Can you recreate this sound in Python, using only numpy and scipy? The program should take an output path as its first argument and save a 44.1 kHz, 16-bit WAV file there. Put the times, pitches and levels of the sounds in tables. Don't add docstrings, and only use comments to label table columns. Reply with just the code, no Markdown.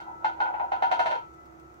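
import sys
import numpy as np
from scipy import signal
from scipy.fft import rfft, irfft
from scipy.io import wavfile
from scipy.ndimage import uniform_filter1d

SR = 44100
rng = np.random.default_rng(int(sys.argv[2]) if len(sys.argv) > 2 else 0)


def to_wav(s):
    ch = np.atleast_2d(s).T
    pcm = np.round(np.clip(ch, -1, 1) * 32767)
    wavfile.write(sys.argv[1], SR, pcm.astype(np.int16))


N = 79380
RING_SAMPLES = 20480

# start_s, ring_db, overtones_over_ring_db, air_pitch_hz, air_db, clack_db, treble_db_per_octave
KNOCKS = [ (-.025, -11.5, 9.5, 863, -8, -13, 4.5), (.066, -15, -8.5, 832, -17.5, -43, 5),
          (.082, -28.5, -12, 885, -18.5, -36, -4), (.2445, -5.5, 5, 872, 4.5, -1.5, 0),
          (.294, -31, 4, 878, -21.5, -19, -16), (.4020, -4.5, 7, 847.4, 0, -3, -1.5),
          (.456, -16, 15, 851, -7.5, -7, -15), (.490, -16, 2, 833, -6.5, -26.5, -13.5),
          (.5385, -12.5, 10, 857, -4.5, -9, -16), (.566, -27.5, 3, 829, -16, -30, -16),
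          (.5965, -7.5, 2, 830, -4, -8.5, -12), (.620, -24.5, 2, 797.6, -3.5, -31, -8.5),
          (0.718, -1.5, 3, 788.8, 2, -3, -3.5), (0.822, -1.5, 1, 782.5, 5, 0, -1),
          (0.9131, -1.5, 6, 750.4, 1.5, 3, 0.5), (.9920, 0.5, 6.5, 734, 0.5, 0.5, 2),
          (1.0575, -3, -7, 672, -3, 2, 0), (1.109, -7, 0, 628, -9, -1.5, -1),
          (1.145, -11.5, -1, 540, -15, -9.5, -0.5), ]


def amp(db):
    return 10 ** (np.asarray(db) / 20)


def along(points, hz):
    point_hz, values = np.array(points, float).T
    return np.interp(np.log(hz + 1), np.log(point_hz + 1), values)


def noise(colour, size=N):
    # frequency_hz, likeness (-1 to 1)
    stereo_likeness = [(60, .94), (130, .88), (290, .55), (640, -.35), (1410, -.75), (3100, -.25),
                       (5000, .1), (15000, -.05)]
    hz = np.arange(size // 2 + 1) * SR / size
    likeness = along(stereo_likeness, hz)
    spectra = rfft(rng.standard_normal((2, size))) * amp(along(colour, hz))
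    mid, side = spectra * np.sqrt([1 + likeness, 1 - likeness])
    stereo = irfft([mid + side, mid - side], size)
    return stereo / stereo.std()


def fade(t, t60_s):
    return np.exp(-np.log(1000) * t / t60_s)


def place(tone, pan_db, lead_rad):
    left = tone * amp(pan_db / 2) * np.exp(.5j * lead_rad)
    right = tone * amp(-pan_db / 2) * np.exp(-.5j * lead_rad)
    return np.imag([left, right])


def add(out, sound, start_s):
    i = int(round(start_s * SR))
    sound = sound[:, max(-i, 0):N - i]
    out[:, max(i, 0):max(i, 0) + sound.shape[1]] += sound


def appliance():
    # frequency_hz, density_db
    rush_colour = [(20, -12.5), (38, -14.5), (58, -3), (95, -3), (135, 1), (180, -5), (280, -4.5),
                   (400, -2), (520, -4.5), (800, -2.5), (1100, -5.5), (1350, 1.5), (1600, -13.5),
                   (2200, -16), (3000, -27.5), (5000, -30.5), (6400, -27), (7600, -33), (10500, -40.5),
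                   (13000, -34), (15500, -37.5)]
    # pitch_hz, level_db, pan_db, lead_rad, unsteadiness (0 to 1)
    hum_tones = [(67.5, -64.5, -4, 0, 0.6), (117.7, -75, -7.5, 3, 0), (328.7, -59.5, -10.5, 0.71, 0.5),
                 (358.8, -64, -8, 0.1, 0.3), (711, -70, -14.5, 2, 0.8), (1316, -57, 7, 4, 0.5),
                 (1995, -78, -12.5, 11, 0.9)]
    # time_s, gain_db
    whine_curve = [(0, 0.5), (.2, 4), (1.4, 4.5), (1.56, -3.5), (1.8, -5)]
    waver_hz, whine_from_hz = 7.8, 900
    t, span = np.arange(N) / SR, int(SR / waver_hz)
    out = amp(-53.5) * noise(rush_colour) * amp([[-.5], [.5]])
    for hz, db, pan_db, lead_rad, unsteadiness in hum_tones:
        drift = uniform_filter1d(rng.standard_normal((2, N)), span, mode="wrap")
        drift = uniform_filter1d(drift, span // 2, mode="wrap")
        steady = np.sqrt(2 * (1 - unsteadiness ** 2))
        waver = steady + unsteadiness * (drift[0] + 1j * drift[1]) / drift.std()
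        if hz > whine_from_hz:
            waver *= amp(np.interp(t, *np.array(whine_curve).T))
        out += place(amp(db) * waver * np.exp(2j * np.pi * hz * t), pan_db, lead_rad)
    return out


def room(direct):
    # delay_s, left_db, right_db
    echoes = [(.0045, -11, -13), (.0108, -5.5, -12.5), (.0172, -10.5, -7), (.0290, -15.5, -23)]
    out, t = direct.copy(), np.arange(SR // 2) / SR
    for delay_s, left_db, right_db in echoes:
        add(out, direct * amp([[left_db], [right_db]]), delay_s)
    tail = noise([(20, 0), (20000, 0)])[:, :len(t)] * fade(t, t60_s=.23)
    tail *= amp(-7) / np.sqrt(np.sum(tail ** 2) / 2)
    add(out, signal.fftconvolve(direct[:1], tail, axes=1), start_s=.008)
    return out


def chewing():
    # start_s, level_db
    chews = [(.20, -69), (.645, -63.5), (1.338, -63), (1.455, -63), (1.597, -61.5), (1.741, -66)]
    # frequency_hz, density_db
    chew_colour = [(500, -7), (2500, 5), (6500, 0), (9000, 0), (11000, -16), (15500, 3)]
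    out, t = np.zeros((2, N)), np.arange(RING_SAMPLES) / SR
    for start_s, db in chews:
        add(out, amp(db) * noise(chew_colour, len(t)) * fade(t, t60_s=.07), start_s)
    return out


def rolling():
    # time_s, level_db
    roll_curve = [(0, -54.5), (0.121, -43), (.19, -52), (0.238, -41), (.33, -47), (.44, -33), (.53, -38),
                  (.64, -37.5), (0.698, -41), (.85, -38), (1.0, -31.5), (1.15, -32.5), (1.201, -41.5),
                  (1.3, -69)]
    # frequency_hz, density_db
    roll_colour = [(100, -39.5), (420, -18.5), (565, -7.5), (640, -6.5), (830, 1.5), (960, 5.5),
                   (1120, -26), (1450, -4.5), (1700, -25.5), (3000, -35), (8000, -67.5)]
    return noise(roll_colour) * amp(np.interp(np.arange(N) / SR, *np.array(roll_curve).T))


def boards():
    # frequency_hz, density_db
    clack_colour = [(150, -23.5), (380, -13.5), (520, -6), (720, 6), (950, 6.5), (1120, -14.5), (1400, 8),
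                    (1620, -9.5), (2000, -6.5), (2800, -9.5), (3850, -17), (4450, -17), (4900, -28.5),
                    (5900, -28), (7400, -38.5), (8300, -36.5), (9800, -56.5), (15500, -49.5)]
    common_share, bright_from_hz = .84, 2370
    rise_s, rebound_s, rebound_db = .0016, .0085, -6
    out, t = np.zeros((2, N)), np.arange(RING_SAMPLES) / SR
    common = noise(clack_colour, len(t))
    fft_size = 2 * len(t)
    hz = np.arange(fft_size // 2 + 1) * SR / fft_size
    treble_octaves = np.log2(np.clip(hz / bright_from_hz, 1, 4))
    tick = amp(-8.5) * fade(t, t60_s=.058)
    envelope = fade(t, t60_s=.25) * (1 - np.exp(-t / rise_s)) + tick
    for start_s, *_, clack_db, treble_db in KNOCKS:
        contact = np.sqrt(common_share) * common + np.sqrt(1 - common_share) * noise(clack_colour, len(t))
        spectrum = rfft(contact * envelope, fft_size) * amp(treble_db * treble_octaves)
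        clack = amp(clack_db - 28.5) * irfft(spectrum)[:len(t)]
        add(out, clack, start_s)
        add(out, amp(rebound_db) * clack, start_s + rebound_s)
    return out


def air_pocket(t, pitch_hz):
    sag_per_s, second_ratio = .81, .92
    phase = 2 * np.pi * pitch_hz * np.cumsum(np.exp(-sag_per_s * t)) / SR
    first = fade(t, t60_s=.061) * np.exp(1j * phase)
    second = amp(-12.5) * fade(t, t60_s=.12) * np.exp(1j * phase * second_ratio)
    return place(first + second, pan_db=0, lead_rad=1.64)


def ring(modes, t, scatter_db=3):
    out = np.zeros((2, len(t)))
    for hz, db, t60_s, pan_db, lead_rad in modes:
        strength = amp(db + scatter_db * rng.standard_normal())
        out += place(strength * fade(t, t60_s) * np.exp(2j * np.pi * hz * t), pan_db, lead_rad)
    return out


def dish():
    # pitch_hz, level_db, t60_s, pan_db, lead_rad
    low_modes = [(551, -37.5, 0.065, 0, 3.1), (940.3, -21.5, 0.22, 3, 2.12), (996.6, -30, 0.21, -12, 2.8)]
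    # pitch_hz, level_db, t60_s, pan_db, lead_rad
    overtones = [(1254, -44, 0.11, -2.5, 0.73), (1364, -45, .28, -5, 3), (1460.7, -23.5, .18, 0, 2.83)]
    # pitch_hz, level_db, t60_s, pan_db, lead_rad
    high_modes = [(1753, -41.5, 0.061, 14, 1.7), (2110, -38, 0.11, 10.5, 0.93), (2630, -43, 0.15, 4.5, 6),
                  (2784, -51, 0.18, -4, 3.1), (3200, -49, 0.24, -4.5, 5.5), (3710, -57, 0.083, -3, 3.0),
                  (4172, -44, 0.037, -9, 1.2), (5950, -61.5, 0.091, 5.5, 2.1)]
    build_s, low_cut_hz = .0035, 442
    out, t = np.zeros((2, N)), np.arange(RING_SAMPLES) / SR
    build = 1 - np.exp(-t / build_s)
    release = np.minimum(2 * (1 - t / t[-1]), 1)
    for start_s, ring_db, overtones_db, air_hz, air_db, clack_db, treble_db in KNOCKS:
        air = amp(air_db - 12.5) * air_pocket(t, air_hz)
        body = amp(ring_db) * (ring(low_modes, t) + amp(overtones_db) * ring(overtones, t))
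        clink = amp(clack_db + treble_db) * ring(high_modes, t)
        add(out, (body + clink + air) * build * release, start_s)
    return signal.sosfilt(signal.butter(2, low_cut_hz, "high", fs=SR, output="sos"), out)


def scene():
    return appliance() + room(dish()) + boards() + rolling() + chewing()


def record(dry):
    fade_in_s, top_hz = .003, 15750
    fade_in = np.minimum(np.arange(N) / SR / fade_in_s, 1)
    return signal.sosfilt(signal.ellip(10, .2, 80, top_hz, fs=SR, output="sos"), dry * fade_in)


dry = scene()
out = record(dry)
to_wav(out)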